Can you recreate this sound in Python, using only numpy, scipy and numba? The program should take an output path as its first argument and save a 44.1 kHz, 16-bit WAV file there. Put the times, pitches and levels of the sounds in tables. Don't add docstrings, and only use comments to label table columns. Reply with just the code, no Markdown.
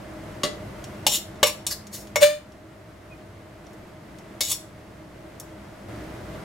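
import sys
import numpy as np
from scipy import signal
from scipy.fft import rfft, irfft, next_fast_len
from scipy.io import wavfile
from scipy.ndimage import uniform_filter1d
from numba import njit

SR = 44100
rng = np.random.default_rng(int(sys.argv[2]) if len(sys.argv) > 2 else 0)


def unload_audio(sound):
    columns = np.transpose(np.atleast_2d(sound))
    steps = np.round(np.clip(columns, -1, 1) * 32767)
    wavfile.write(sys.argv[1], SR, steps.astype(np.int16))


N = 283989
TIME = np.arange(N) / SR
RING_SIZE = 2 ** 15
AGE = TIME[:RING_SIZE]

# freq_hz, relative_level_db, undamped_t60_s
PAN_MODES = [(465, -8, .09), (525, -5, .1), (598, 1, .13), (810, -14, .08), (965, -13, .08),
             (1165, -4, .11), (1720, -18, .2), (2201, -4, .15), (2821, -7, .14), (2950, -8, .14),
             (3560, -4, .18), (3975, -8, .14), (4330, -14, .18), (5542, -9, .17), (5935, -12, .15),
             (6936, -9, .14), (7257, -12, .13), (8406, -15, .13)]
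TONG_MODES = [(2455, -13, .14), (2935, -7, .11), (3351, -7, .1), (3545, -1, .17), (3690, -4, .13),
              (3832, -4, .12), (4150, -8, .13), (4420, -4, .15), (4665, -7, .18), (5150, -7, .12),
              (5307, -5, .15), (5520, 0, .22), (6920, -4, .14), (7110, -5, .13), (7300, -4, .15),
              (7660, -4, .17), (7900, -7, .12), (9310, -7, .16), (11200, -7, .14), (11550, -8, .15)]
# freq_hz, relative_density_db_per_hz
PAN_WASH = [(100, -46), (300, -31), (490, -6.5), (750, -13), (1150, -4.5), (1650, -10.5), (2500, -11),
            (3700, -3), (4800, -12.5), (7200, -15.5), (10000, -26), (16000, -23)]
TONG_WASH = [(200, -37), (520, -14.5), (1400, -24.5), (2600, -7.5), (3600, -2.5), (4080, -4), (4500, -2),
             (4900, -6), (5450, 0), (6250, -1), (7400, 0.5), (8600, -3), (11300, -3), (16000, -10)]


def undb(db):
    return 10 ** (np.asarray(db) / 20)


def unit(x):
    return x / np.sqrt(np.sum(x ** 2))


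def steady(x):
    return x / np.sqrt(np.mean(x ** 2))


def along(points, hz):
    point_hz, value = np.transpose(points)
    return np.interp(np.log(hz), np.log(point_hz), value)


def colour(x, db_at):
    size = next_fast_len(len(x) + RING_SIZE // 8)
    hz = np.maximum(np.arange(size // 2 + 1) * SR / size, 1)
    return irfft(rfft(x, size) * undb(db_at(hz)), size)[:len(x)]


def add(track, start_s, x):
    start = int(start_s * SR)
    track[start:start + len(x)] += x[:N - start]


def waver(window_s, count=N):
    return steady(uniform_filter1d(rng.standard_normal(count), max(int(window_s * SR), 1)))


def fade(t, t60_s):
    return np.exp(-np.log(1000) * np.maximum(t, 0) / t60_s)


def swell(t, attack_s, t60_s):
    return np.exp(-(np.minimum(t, 0) / attack_s) ** 2) * fade(t, t60_s)


def hum(hz, wander_hz=1.17):
    phase = 2 * np.pi * np.cumsum(hz + wander_hz * waver(0.096)) / SR
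    return np.sqrt(2) * np.sin(phase)


def fan(flutter_db=0.5):
    fan_air = [(25, -12.5), (40, -19), (55, -9), (95, -1.5), (206, -3), (236, -9), (317, -3), (384, -7.5),
               (503, -11.5), (624, -6.5), (775, -13.5), (1600, -18), (2400, -23.5), (4000, -30),
               (12500, -39), (16000, -47)]
    fan_housing = [(59, 11.7, 10.5), (102.6, 10.3, 5), (208, 12, 1.5), (321.8, 15, 6.5), (618.4, 17.2, 9),
                   (1160, 67, 0.5), (2046, 150, 3.5)]
    fan_side = [(60, -21), (110, -16.5), (200, -19.5), (380, -9), (700, -5.5), (1290, -4), (2380, -4.5),
                (4400, -2.5), (8120, -5), (15000, -2.5)]
    fan_tones = [(58.5, -23), (86, -23), (120, -18), (206.5, -14.5)]
    base_db, step_s, step_db = -39.5, 5.885, 4

    def air_db(f):
        housing_db = sum(db / (1 + (2 * (f - hz) / width) ** 2) for hz, width, db in fan_housing)
        return along(fan_air, f) + housing_db

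    mid = colour(rng.standard_normal(N), air_db)
    side = colour(rng.standard_normal(N), lambda f: air_db(f) + along(fan_side, f))
    air = (mid + side * np.array([[1], [-1]])) / np.std(mid)
    motor = sum(undb(db) * hum(hz) for hz, db in fan_tones)
    flutter = np.interp(TIME, np.linspace(0, TIME[-1], 90), rng.standard_normal(90))
    level = undb(base_db + step_db * (TIME > step_s) + flutter_db * flutter)
    return level * (air + motor)


def drone(hz=207):
    start_s, end_s, fade_s, level_db = 0.42, 2.32, 0.15, -48
    envelope = np.clip(np.minimum(TIME - start_s, end_s - TIME) / fade_s, 0, 1)
    return undb(level_db) * envelope * hum(hz)


def tail():
    room_t60 = [(200, 0.28), (1000, 0.35), (3000, 0.31), (8000, 0.29), (16000, 0.26)]
    centres_hz = np.geomspace(200, 16000, 6)
    noise, out = rng.standard_normal(RING_SIZE), 0
    for hz, share in zip(centres_hz, np.eye(len(centres_hz))):
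        def band_db(f):
            return 20 * np.log10(np.interp(np.log(f), np.log(centres_hz), share) + 1e-9)
        out = out + colour(noise, band_db) * fade(AGE, along(room_t60, hz))
    return unit(out * np.clip(AGE / 0.0093, 0, 1))


def kitchen(x, early_db=-8, late_db=-9, early_t60_s=0.014):
    early = undb(early_db) * unit(rng.standard_normal(RING_SIZE) * fade(AGE, early_t60_s))
    early = signal.sosfilt(signal.butter(2, 800, "high", fs=SR, output="sos"), early)
    responses = [side * early + undb(late_db) * tail() for side in (1, -1)]
    return np.array([signal.fftconvolve(x, response)[:N] for response in responses])


def contact(hz, tilt_db_per_octave, favoured_hz, lift_db, octaves=0.16):
    tilt_db = tilt_db_per_octave * np.log2(np.maximum(hz, 300) / 4000)
    return tilt_db + lift_db * np.exp(-.5 * (np.log2(hz / favoured_hz) / octaves) ** 2)


def ring(modes, wash, ring_db, touch, t60_s, free=1):
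    hz, db, mode_t60_s = np.transpose(modes)
    phase = rng.uniform(0, 2 * np.pi, (len(hz), 1))
    size = undb(db + contact(hz, *touch)) / np.sqrt(mode_t60_s)
    partials = np.sin(2 * np.pi * hz[:, None] * AGE + phase) * fade(AGE, free * mode_t60_s[:, None])
    clear = size @ partials
    crack = colour(rng.standard_normal(RING_SIZE), lambda f: along(wash, f) + contact(f, *touch))
    return unit(unit(crack * fade(AGE, t60_s)) + undb(ring_db) * unit(clear))


def tap_gain(db):
    return undb(db) * np.sqrt(SR / 100)


def peppers():
    # centre_s, half_length_s (to 1/e), centre_pitch_hz, glide_hz_per_s, peak_rms_db
    squeaks = [(3.127, 0.014, 2475, -2500, -41.5)]
    out = np.zeros(N)
    for centre_s, length_s, hz, glide, db in squeaks:
        t = TIME - centre_s
        tone = np.sqrt(2) * np.sin(2 * np.pi * (hz + glide * t / 2) * t)
        out += undb(db) * tone * np.exp(-(t / length_s) ** 2)
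    return out


def hinge_ticks():
    tick_rows = [(0.8412, -42, -5), (1.3581, -46, -11.5), (1.869, -41.5, -3), (2.071, -46, -6),
                 (2.52, -49, -8), (3.667, -46, -9), (3.732, -54, 2), (4.1855, -48.5, -2),
                 (5.399, -33.5, 4.5)]
    hinge_hz, hinge_lift_db = 5930, 5
    out = np.zeros(N)
    for start_s, db, tilt in tick_rows:
        touch = (tilt, hinge_hz, hinge_lift_db)
        tick = ring(TONG_MODES, TONG_WASH, ring_db=-9, touch=touch, t60_s=0.048, free=0.43)
        add(out, start_s, tap_gain(db) * tick)
    return out


def dish_knocks():
    dish_modes = [(175.6, -7, 0.18), (282, -4.5, 0.15), (422, -5, 0.41), (598, -2.5, 0.3),
                  (1136, -0.5, 0.087), (1990, -10, 0.35), (2810, -5, 0.17), (3440, -10, .25),
                  (3808, -25, .3), (3980, -13, 0.15), (4548, -11, 0.15), (6770, -6.5, 0.09)]
    dish_wash = [(80, -18), (250, -2.5), (620, 1), (900, -22), (1150, -10), (1600, -11.5), (2400, -13.5),
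                 (4000, -4), (6000, -14), (9000, -16), (16000, -34)]
    # start_s, level_db, tilt_db_per_octave, favoured_hz, lift_db, crack_t60_s
    dish_rows = [(0.4341, -17.5, -0.2, 250, 1, 0.15)]
    out = np.zeros(N)
    for start_s, db, *touch, t60_s in dish_rows:
        knock = ring(dish_modes, dish_wash, ring_db=-1.0, touch=touch, t60_s=t60_s)
        add(out, start_s, tap_gain(db) * knock)
    return out


def slips(count, per_s=2500, scatter_db=4):
    hit = rng.random(count) < per_s / SR
    sign = rng.choice([-1, 1], count)
    return steady(hit * sign * undb(scatter_db * rng.standard_normal(count)))


def skids(pan_tilt=-2, pan_lift_db=18, slide_tilt=-1, slide_hz=7350, slide_lift_db=4):
    # tong_favoured_hz, tong_lift_db, pan_peak_db, pan_favoured_hz
    skid_rows = [(1.078, 1.159, -29.5, .045, .1, -19.5, 0, 3570, 7, -30, 2980),
                 (1.451, 1.472, -33, 0.015, 0.13, -19.5, -2, 2220, 14, -29.5, 1000),
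                 (1.676, 1.723, -38, 0.016, 0.068, -20.5, 1, 4630, 10.5, -35, 1760),
                 (1.915, 1.947, -53, .02, 0.27, -31.5, .8, 12700, 2, -48, 5040),
                 (4.415, 4.521, -26.5, .024, 0.11, -18, 1.2, 2350, 6.5, -37, 1100)]
    slide_t60_s = 0.058
    slide_touch = (slide_tilt, slide_hz, slide_lift_db)
    out = np.zeros(N)
    for start_s, peak_s, slide_db, attack_s, release_t60_s, tong_db, *touch, pan_db, pan_hz in skid_rows:
        t = start_s + AGE - peak_s
        loose = ring(TONG_MODES, TONG_WASH, ring_db=-1, touch=slide_touch, t60_s=0.035, free=0.44)
        light_slips = fade(t, slide_t60_s) * slips(RING_SIZE)
        add(out, start_s, signal.fftconvolve(light_slips, undb(slide_db) * loose))

        pan_touch = (pan_tilt, pan_hz, pan_lift_db)
        tongs = ring(TONG_MODES, TONG_WASH, ring_db=-9, touch=touch, t60_s=0.039, free=0.48)
        pan = ring(PAN_MODES, PAN_WASH, ring_db=-7, touch=pan_touch, t60_s=0.034, free=0.7)
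        pressed_slips = swell(t, attack_s, release_t60_s) * slips(RING_SIZE)
        add(out, start_s, signal.fftconvolve(pressed_slips, undb(tong_db) * tongs + undb(pan_db) * pan))
    return out


def squeal(jitter=0.0064, lobe_radians=0.5, flicker_db=2.5, smear_radians=0.56):
    overtones = [(2, -25.5), (3, -22.5), (4, -20), (5, -22.5), (6, -21.5), (7, -22), (8, -26.5), (9, -37.5),
                 (11, -28), (12, -28), (15, -26.5)]
    rasp_colour = [(500, -14.5), (1700, -2.5), (3600, -2.5), (5500, -6), (9000, -5), (11000, -11),
                   (15000, -12)]
    peak_s, tone_db, grit_db = 2.233, -2.2, -14
    attack_s, t60_s, grit_attack_s, grit_t60_s = 0.012, 0.3, 0.018, 0.23
    lift_s, lift_t60_s = 2.378, 0.15
    light_hz, sag_hz = 599, 17

    start_s = peak_s - 2 * (attack_s + grit_attack_s)
    t = start_s + AGE - peak_s
    pressure = swell(t, attack_s, t60_s) * fade(start_s + AGE - lift_s, lift_t60_s)
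    hz = light_hz - sag_hz * pressure
    level = np.sqrt(2) * undb(tone_db) * pressure
    phase = 2 * np.pi * np.cumsum(hz) / SR
    tone, rasp = np.zeros((2, N)), np.zeros(N)
    add(tone[0], start_s, level * np.sin(phase + lobe_radians))
    add(tone[1], start_s, level * np.sin(phase - lobe_radians))
    slip_phase = phase + 2 * np.pi * np.cumsum(jitter * hz * waver(0.0022, RING_SIZE)) / SR
    for multiple, db in overtones:
        offset = rng.uniform(0, 2 * np.pi) + smear_radians * waver(0.0057, RING_SIZE)
        flicker = undb(db + flicker_db * waver(0.015, RING_SIZE))
        add(rasp, start_s, level * flicker * np.sin(round(multiple) * slip_phase + offset))
    cycle = slip_phase / (2 * np.pi) % 1
    bursts = rng.standard_normal(RING_SIZE) * np.exp(-cycle / 0.52)
    grit = steady(colour(bursts, lambda f: along(rasp_colour, f)))
    add(rasp, start_s, undb(grit_db) * swell(t, grit_attack_s, grit_t60_s) * grit)
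    return tone, rasp


def pan_blows():
    # level_db, tilt_db_per_octave, favoured_hz, lift_db
    blow_rows = [(1.0663, -8, -22, -8, 850, 27, -14.5, -3, 2920, 11),
                 (1.4296, 2.5, -8, -0.74, 464, 4, -17.5, -3, 2600, 9.7),
                 (1.6665, -7, -32, 3, 1010, 12, -18.5, -1, 8850, 4),
                 (2.158, -4, -12.3, -4.3, 2150, 12, -20, -0.5, 6000, 6.8),
                 (4.4066, -1.5, -26, 1.5, 2050, 21, -16.5, -2.3, 4800, 6)]
    bounce_s = 0.004
    out = np.zeros(N)
    for start_s, bounce_db, *both in blow_rows:
        (pan_db, *pan_touch), (tong_db, *tong_touch) = np.split(np.array(both), 2)
        pan = ring(PAN_MODES, PAN_WASH, ring_db=3.5, touch=pan_touch, t60_s=0.061, free=0.89)
        add(out, start_s, tap_gain(pan_db) * pan)
        for land_s, db in (start_s, tong_db), (start_s + bounce_s, tong_db + bounce_db):
            tongs = ring(TONG_MODES, TONG_WASH, ring_db=-5.5, touch=tong_touch, t60_s=0.076, free=0.75)
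            add(out, land_s, tap_gain(db) * tongs)
    return out


def scene(tone_room_db=-18):
    left_lean = [(250, 0), (600, 1), (1100, 3), (2200, 3.5), (4000, 1), (8000, 1.5)]
    tone, rasp = squeal()
    steel = pan_blows() + dish_knocks() + hinge_ticks() + skids() + rasp + peppers()
    room = kitchen(steel + undb(tone_room_db) * tone.mean(axis=0))
    left, right = steel + tone + room
    left = colour(left, lambda f: along(left_lean, f) / 2)
    right = colour(right, lambda f: -along(left_lean, f) / 2)
    return np.array([left, right]) + fan() + drone()


@njit
def ride(over_db, knee_db, fall, recover):
    gain_db, now = np.empty(len(over_db)), 0.
    for i in range(len(over_db)):
        excess = min(max((over_db[i] + now) / knee_db, 0.), 1.)
        now += (recover - fall * excess) / SR
        gain_db[i] = now
    return gain_db


def record(dry):
    sense_hz, sense_s, top_hz = 1030, 0.0059, 15850
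    threshold_db, knee_db, fall_db_per_s, recover_db_per_s = -26, 5.0, 53.5, 1.87
    treble = signal.sosfilt(signal.butter(1, sense_hz, "high", fs=SR, output="sos"), dry)
    power = uniform_filter1d(np.mean(treble ** 2, axis=0), int(sense_s * SR))
    over_db = 10 * np.log10(np.maximum(power, 1e-12)) - threshold_db
    ridden = dry * undb(ride(over_db, knee_db, fall_db_per_s, recover_db_per_s))
    top_cut = signal.ellip(10, .2, 80, top_hz, fs=SR, output="sos")
    return signal.sosfilt(top_cut, np.clip(ridden, -1, 1))


dry = scene()
out = record(dry)
unload_audio(out)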